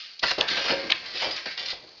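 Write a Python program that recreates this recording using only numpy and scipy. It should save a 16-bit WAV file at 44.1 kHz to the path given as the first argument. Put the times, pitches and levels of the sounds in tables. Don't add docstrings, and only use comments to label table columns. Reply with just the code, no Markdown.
import sys
import numpy as np
from scipy import signal
from scipy.io import wavfile
from scipy.ndimage import uniform_filter1d

SR = 44100
rng = np.random.default_rng(int(sys.argv[2]) if len(sys.argv) > 2 else 0)


def dump(signal):
    limited = np.clip(np.atleast_2d(signal).T, -1, 1)
    pcm = np.round(limited * 32767).astype(np.int16)
    wavfile.write(sys.argv[1], SR, pcm)


N = 88200

# f/Hz, level/dB
LEAF_SPECTRUM = [(30, -16.5), (250, -8.5), (600, -7.5), (1300, -11), (2200, 0), (3500, -1), (4500, 12),
                 (5500, -0.5), (7400, -8.5)]
# f/Hz, t60/s
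PORCH_DECAY = [(100, 0.5), (600, 0.23), (2500, 0.38), (7000, 0.17)]
# peak t/s, rise/s, decay constant/s, twig level/dB, stick level/dB, emphasised twig f/Hz
SPRAYS = [(.01, 0.08, 0.079, -39, -50.5, 3830), (0.238, 0.013, 0.0059, -17.5, -24.5, 3070),
          (.284, 0.069, 0.039, -26, -32.5, 4460), (0.316, 0.019, 0.0039, -22.5, -28.5, 4500),
          (.385, 0.0061, 0.033, -30, -39, 3550), (0.415, 0.0053, 0.2, -42.5, -37.5, 4370),
          (0.483, 0.013, 0.045, -30.5, -36, 3560), (.512, 0.045, 0.16, -28.5, -33.5, 3670),
          (0.574, 0.011, 0.024, -30, -35.5, 2990), (.665, 0.1, 0.055, -29, -41.5, 2800),
          (0.704, 0.041, 0.032, -25, -28, 4750), (0.801, 0.059, 0.26, -39, -42, 4470),
          (.923, 0.0042, 0.006, -36.5, -22.5, 2700), (0.954, .0095, 0.072, -40.5, -50.5, 2600),
          (1.059, 0.031, 0.14, -38.5, -47, 4300), (1.164, 0.053, 0.15, -32.5, -47, 3790),
          (1.226, 0.036, 0.059, -27, -36, 3000), (1.313, .005, 0.011, -28, -55, 4930),
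          (1.377, 0.056, 0.05, -35.5, -40.5, 4360), (1.46, 0.0048, 0.051, -34, -35.5, 3950),
          (1.512, 0.0073, 0.034, -37.5, -51, 4200), (1.578, 0.0042, 0.077, -30.5, -40, 3700),
          (1.66, .004, 0.01, -29, -47, 4350), (1.714, 0.053, 0.016, -29.5, -44, 3520)]
# f/Hz, level/dB
TWIG_SPECTRUM = [(200, -54.5), (900, -28), (1800, -5.5), (2800, -1), (3700, -3), (4700, 1), (5400, -2.5),
                 (7400, -1.5)]
STICK_SPECTRUM = [(150, -66), (600, -7.5), (950, -1.5), (1400, 6), (2000, 7.5), (2800, -2), (5000, -47)]
# onset t/s, level/dB, f/Hz
WOOD_PINGS = [(.24, -30, 1369), (.585, -30.5, 2880), (.69, -30.5, 940), (.835, -37.5, 298.4),
              (1.21, -43, 2882), (1.305, -28.5, 4930), (1.466, -35, 1570), (1.697, -39.5, 3306)]
# f/Hz, level/dB, t60/s
LIMB_MODES = [(303, -14, .35), (364, -15, .4), (455, -12, .18), (516, -12, .25), (548, 0, .24),
              (633, -13, .3), (764, -17, .3), (941, -14, .22)]
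# peak t/s, rise/s, decay constant/s, knock level/dB, knock f/Hz, thump level/dB, ringing level/dB
LANDINGS = [(0.241, 0.018, 0.013, -27, 692, -42, -42.5), (0.314, 0.0083, 0.0088, -28, 723, -48.5, -46),
            (0.383, 0.0028, 0.019, -26, 490, -43, -72), (.411, 0.0077, 0.026, -28.5, 730, -47.5, -44),
            (0.529, .06, 0.03, -40, 400, -48.5, -52.5), (.581, 0.032, 0.046, -35, 602, -50.5, -40),
            (.656, 0.018, 0.096, -36, 650, -54.5, -41.5), (.711, .02, .026, -28.5, 440, -47, -26),
            (.775, .015, .02, -42, 370, -57, -35), (.854, 0.035, 0.057, -39.5, 352, -51, -68),
            (0.918, 0.023, 0.0023, -33, 707, -48.5, -73.5), (1.05, 0.11, 0.48, -53, 500, -62, -71.5),
            (1.164, 0.029, 0.0084, -43, 400, -84.5, -49.5), (1.228, .018, 0.07, -33, 640, -56, -38),
            (1.274, .02, 0.019, -34, 432, -48.5, -54), (1.464, 0.0098, 0.017, -38, 520, -56, -58),
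            (1.598, 0.038, 0.23, -50, 584, -62, -49), (1.733, 0.0086, 0.0086, -41, 558, -53.5, -78),
            (1.843, 0.016, 0.028, -51.5, 375, -73, -77)]
# f/Hz, level/dB
THUMP_SPECTRUM = [(15, -20), (42, -1), (75, -5.5), (110, -2), (190, -1), (400, -9), (1500, -71)]
# t/s, level/dB, f/Hz, decay constant of the crackle/s
SNAPS_AND_HITS = [(.1955, -30.5, 4210, 0.0037), (.2372, -26, 2720, 0.002), (.2387, -21, 1333, 0.0034),
                  (.309, -32.5, 4520, 0.0014), (.3148, -36.5, 4000, .0018), (.4113, -13.5, 3370, 0.00091),
                  (.4861, -20.5, 3610, .006), (.5095, -30.5, 3410, .003), (.5765, -28.5, 2920, 0.0023),
                  (.709, -23.5, 3000, 0.0016), (.9022, -20.5, 2300, .0028), (.905, -21.5, 3700, .003),
                  (.9182, -26, 3090, .001), (.9217, -13, 3100, .0012), (1.173, -28, 3200, .002),
                  (1.367, -29.5, 4400, 0.0017), (1.3795, -30.5, 2540, 0.0021), (1.4609, -37, 3300, .004),
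                  (1.578, -31, 3780, .003), (1.6863, -28.5, 3670, 0.00097), (1.7185, -41, 3900, 0.0013),
                  (1.891, -48, 4600, .0035)]
# f/Hz, gain/dB
MICROPHONE_RESPONSE = [(20, 1.5), (5000, 1.5), (5700, -4.5), (6300, -3.5), (7300, -19)]

LEAF_DB, LEAF_FLUTTER_DB = -51, 2.2
ECHO_DB, CRACK_ECHO_DB = -10.5, -16
CUTOFF_HZ = 7400
MODE_SPREAD_DB = 4.5
TWIGS_PER_S, TWIG_SPREAD_DB, TWIG_T60_S = 650, 4.3, 0.12
STICKS_PER_S, STICK_SPREAD_DB, STICK_T60_S = 700, 3.5, .055
TWIG_TICK, STICK_TICK = .36, .55
TWIG_Q, TWIG_PITCH_DB = 3, -2
PING_T60_S, PING_RISE_S = 0.2, 0.015
KNOCK_Q, THUMP_LAG_S = 1.12, 0.0032
CRACK_Q, CRACKLE_SHARE = 2.2, 1.6
CRACK_RISE_S, CRACK_LEVEL_S = .0018, .003
CRACK_BODY_DB, CRACK_BODY_S = -1.5, .006


def amp(db):
    return 10 ** (np.asarray(db) / 20)


def unit(x):
    return x / np.sqrt(np.mean(x ** 2) + 1e-20)


def read(points, hz):
    f, value = np.transpose(points)
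    return np.interp(np.log(hz + 1), np.log(f + 1), value)


def add(mix, s, sound):
    part = mix[max(round(s * SR), 0):][:len(sound)]
    part += sound[:len(part)]


def colour(x, points, size=4096):
    hz = abs(np.fft.fftfreq(size, 1 / SR))
    log_gain = np.log(amp(read(points, hz)))
    response = np.exp(np.conj(signal.hilbert(log_gain)))
    taps = np.fft.ifft(response).real[:size // 2]
    return signal.fftconvolve(x, taps)[:len(x)]


def resonate(x, hz, q):
    return signal.lfilter(*signal.iirpeak(hz, max(q, .6), fs=SR), x)


def steady(x, size=900):
    power = uniform_filter1d(uniform_filter1d(x ** 2, size), size)
    return x / np.sqrt(abs(power) + 1e-12)


def fade(t, t60):
    return np.exp(-np.log(1000) * t / t60)


def burst(peak, rise, decay):
    t = np.arange(N) / SR - peak
    return np.clip(1 + t / rise, 0, 1) * np.exp(-np.maximum(t, 0) / decay)


def contacts(per_s, spread_db):
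    size = amp(spread_db * np.minimum(rng.exponential(1, N), 4))
    return size * rng.choice([-1, 1], N) * (rng.random(N) < per_s / SR)


def clatter(low_hz, high_hz, per_s, t60, spread_db, tick, count):
    t = np.arange(SR // 12) / SR
    place = (np.arange(count) + rng.uniform(-1, 1, count)) / count
    hz = low_hz + (high_hz - low_hz) * place
    sizes = amp(MODE_SPREAD_DB * np.minimum(rng.standard_normal(count), 1))
    sizes = sizes * rng.choice([-1, 1], count)
    ring = sizes @ np.sin(2 * np.pi * np.outer(hz, t)) * fade(t, t60)
    ring *= np.sqrt(1 - tick) / np.linalg.norm(ring)
    ring[0] += np.sqrt(tick)
    return signal.oaconvolve(contacts(per_s, spread_db), ring)[:N]


def leaves():
    flutter = unit(uniform_filter1d(rng.standard_normal(N), size=400))
    rustle = colour(rng.standard_normal(N), LEAF_SPECTRUM)
    return amp(LEAF_DB) * unit(rustle * amp(LEAF_FLUTTER_DB * flutter))


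def porch(x):
    taps = rng.choice([-1., 1.], SR // 2) * (rng.random(SR // 2) < 2000 / SR)
    taps[:SR // 250] = 0
    hz, t, z = signal.stft(taps, SR, nperseg=256)
    t60 = read(PORCH_DECAY, hz)[:, None]
    tail = signal.istft(z * fade(t, t60), SR)[1]
    return signal.fftconvolve(x, tail / np.linalg.norm(tail))[:N]


def showers():
    out = np.zeros(N)
    for s, rise, decay, twig_db, stick_db, hz in SPRAYS:
        twigs = clatter(1773.7, 5800, TWIGS_PER_S, TWIG_T60_S, TWIG_SPREAD_DB, TWIG_TICK, count=52)
        twigs = twigs + amp(TWIG_PITCH_DB) * resonate(twigs, hz, TWIG_Q)
        sticks = clatter(702.4, 2868, STICKS_PER_S, STICK_T60_S, STICK_SPREAD_DB, STICK_TICK, count=26)
        spray = amp(twig_db) * steady(colour(twigs, TWIG_SPECTRUM))
        spray += amp(stick_db) * steady(colour(sticks, STICK_SPECTRUM))
        out += burst(s, rise, decay) * spray
    return out


def pings():
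    out, t = np.zeros(N), np.arange(SR // 3) / SR
    envelope = np.minimum(t / PING_RISE_S, 1) * fade(t, PING_T60_S)
    for s, db, hz in WOOD_PINGS:
        add(out, s, amp(db) * envelope * np.sin(2 * np.pi * hz * t))
    return out


def limb():
    out, t = np.zeros(N), np.arange(N) / SR
    for hz, mode_db, t60 in LIMB_MODES:
        swing = np.zeros(N)
        for s, rise, *_, ring_db in LANDINGS:
            swing += amp(ring_db) * burst(s + rise, rise, t60 / np.log(1000))
        out += amp(mode_db) * swing * np.sin(2 * np.pi * (hz * t + rng.random()))
    return out


def knocks():
    out = np.zeros(N)
    for s, rise, decay, db, hz, thump_db, _ in LANDINGS:
        judder = resonate(contacts(per_s=1500, spread_db=0.5), hz, KNOCK_Q)
        judder = resonate(judder, hz, KNOCK_Q / 2)
        thump = colour(contacts(per_s=1300, spread_db=5), THUMP_SPECTRUM)
        out += amp(db) * burst(s, rise, decay) * steady(judder, size=500)
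        late = burst(s + THUMP_LAG_S, rise + THUMP_LAG_S, decay)
        out += amp(thump_db) * late * steady(thump, size=1500)
    return out


def cracks():
    out, lead = np.zeros(N), SR // 100
    t = np.arange(-lead, SR // 20) / SR
    for s, db, hz, crackle_s in SNAPS_AND_HITS:
        crackle, shiver = rng.standard_normal((2, len(t)))
        envelope = np.exp(np.minimum(t / CRACK_RISE_S, -t / crackle_s))
        crackle = steady(resonate(crackle, hz, CRACK_Q / 2), size=40) * envelope
        shiver = shiver * (t > 0) * np.exp(-abs(t) / CRACK_BODY_S)
        drive = CRACKLE_SHARE * crackle / np.linalg.norm(crackle)
        drive += amp(CRACK_BODY_DB) * shiver / np.linalg.norm(shiver)
        drive[lead] += 1
        crack = resonate(resonate(drive, hz, CRACK_Q), hz, CRACK_Q / 3)
        crack *= np.sqrt(SR * CRACK_LEVEL_S) / np.linalg.norm(crack)
        add(out, s - lead / SR, amp(db) * crack)
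    return out


def scene():
    debris = showers() + pings() + limb() + knocks()
    sharp = cracks()
    echo = porch(amp(ECHO_DB) * debris + amp(CRACK_ECHO_DB) * sharp)
    return (leaves() + echo + debris + sharp)[None]


def record(dry):
    low_pass = signal.firwin(401, CUTOFF_HZ, window=("kaiser", 8), fs=SR)
    return signal.fftconvolve(colour(dry[0], MICROPHONE_RESPONSE), low_pass, "same")[None]


dry = scene()
out = record(dry)
dump(out)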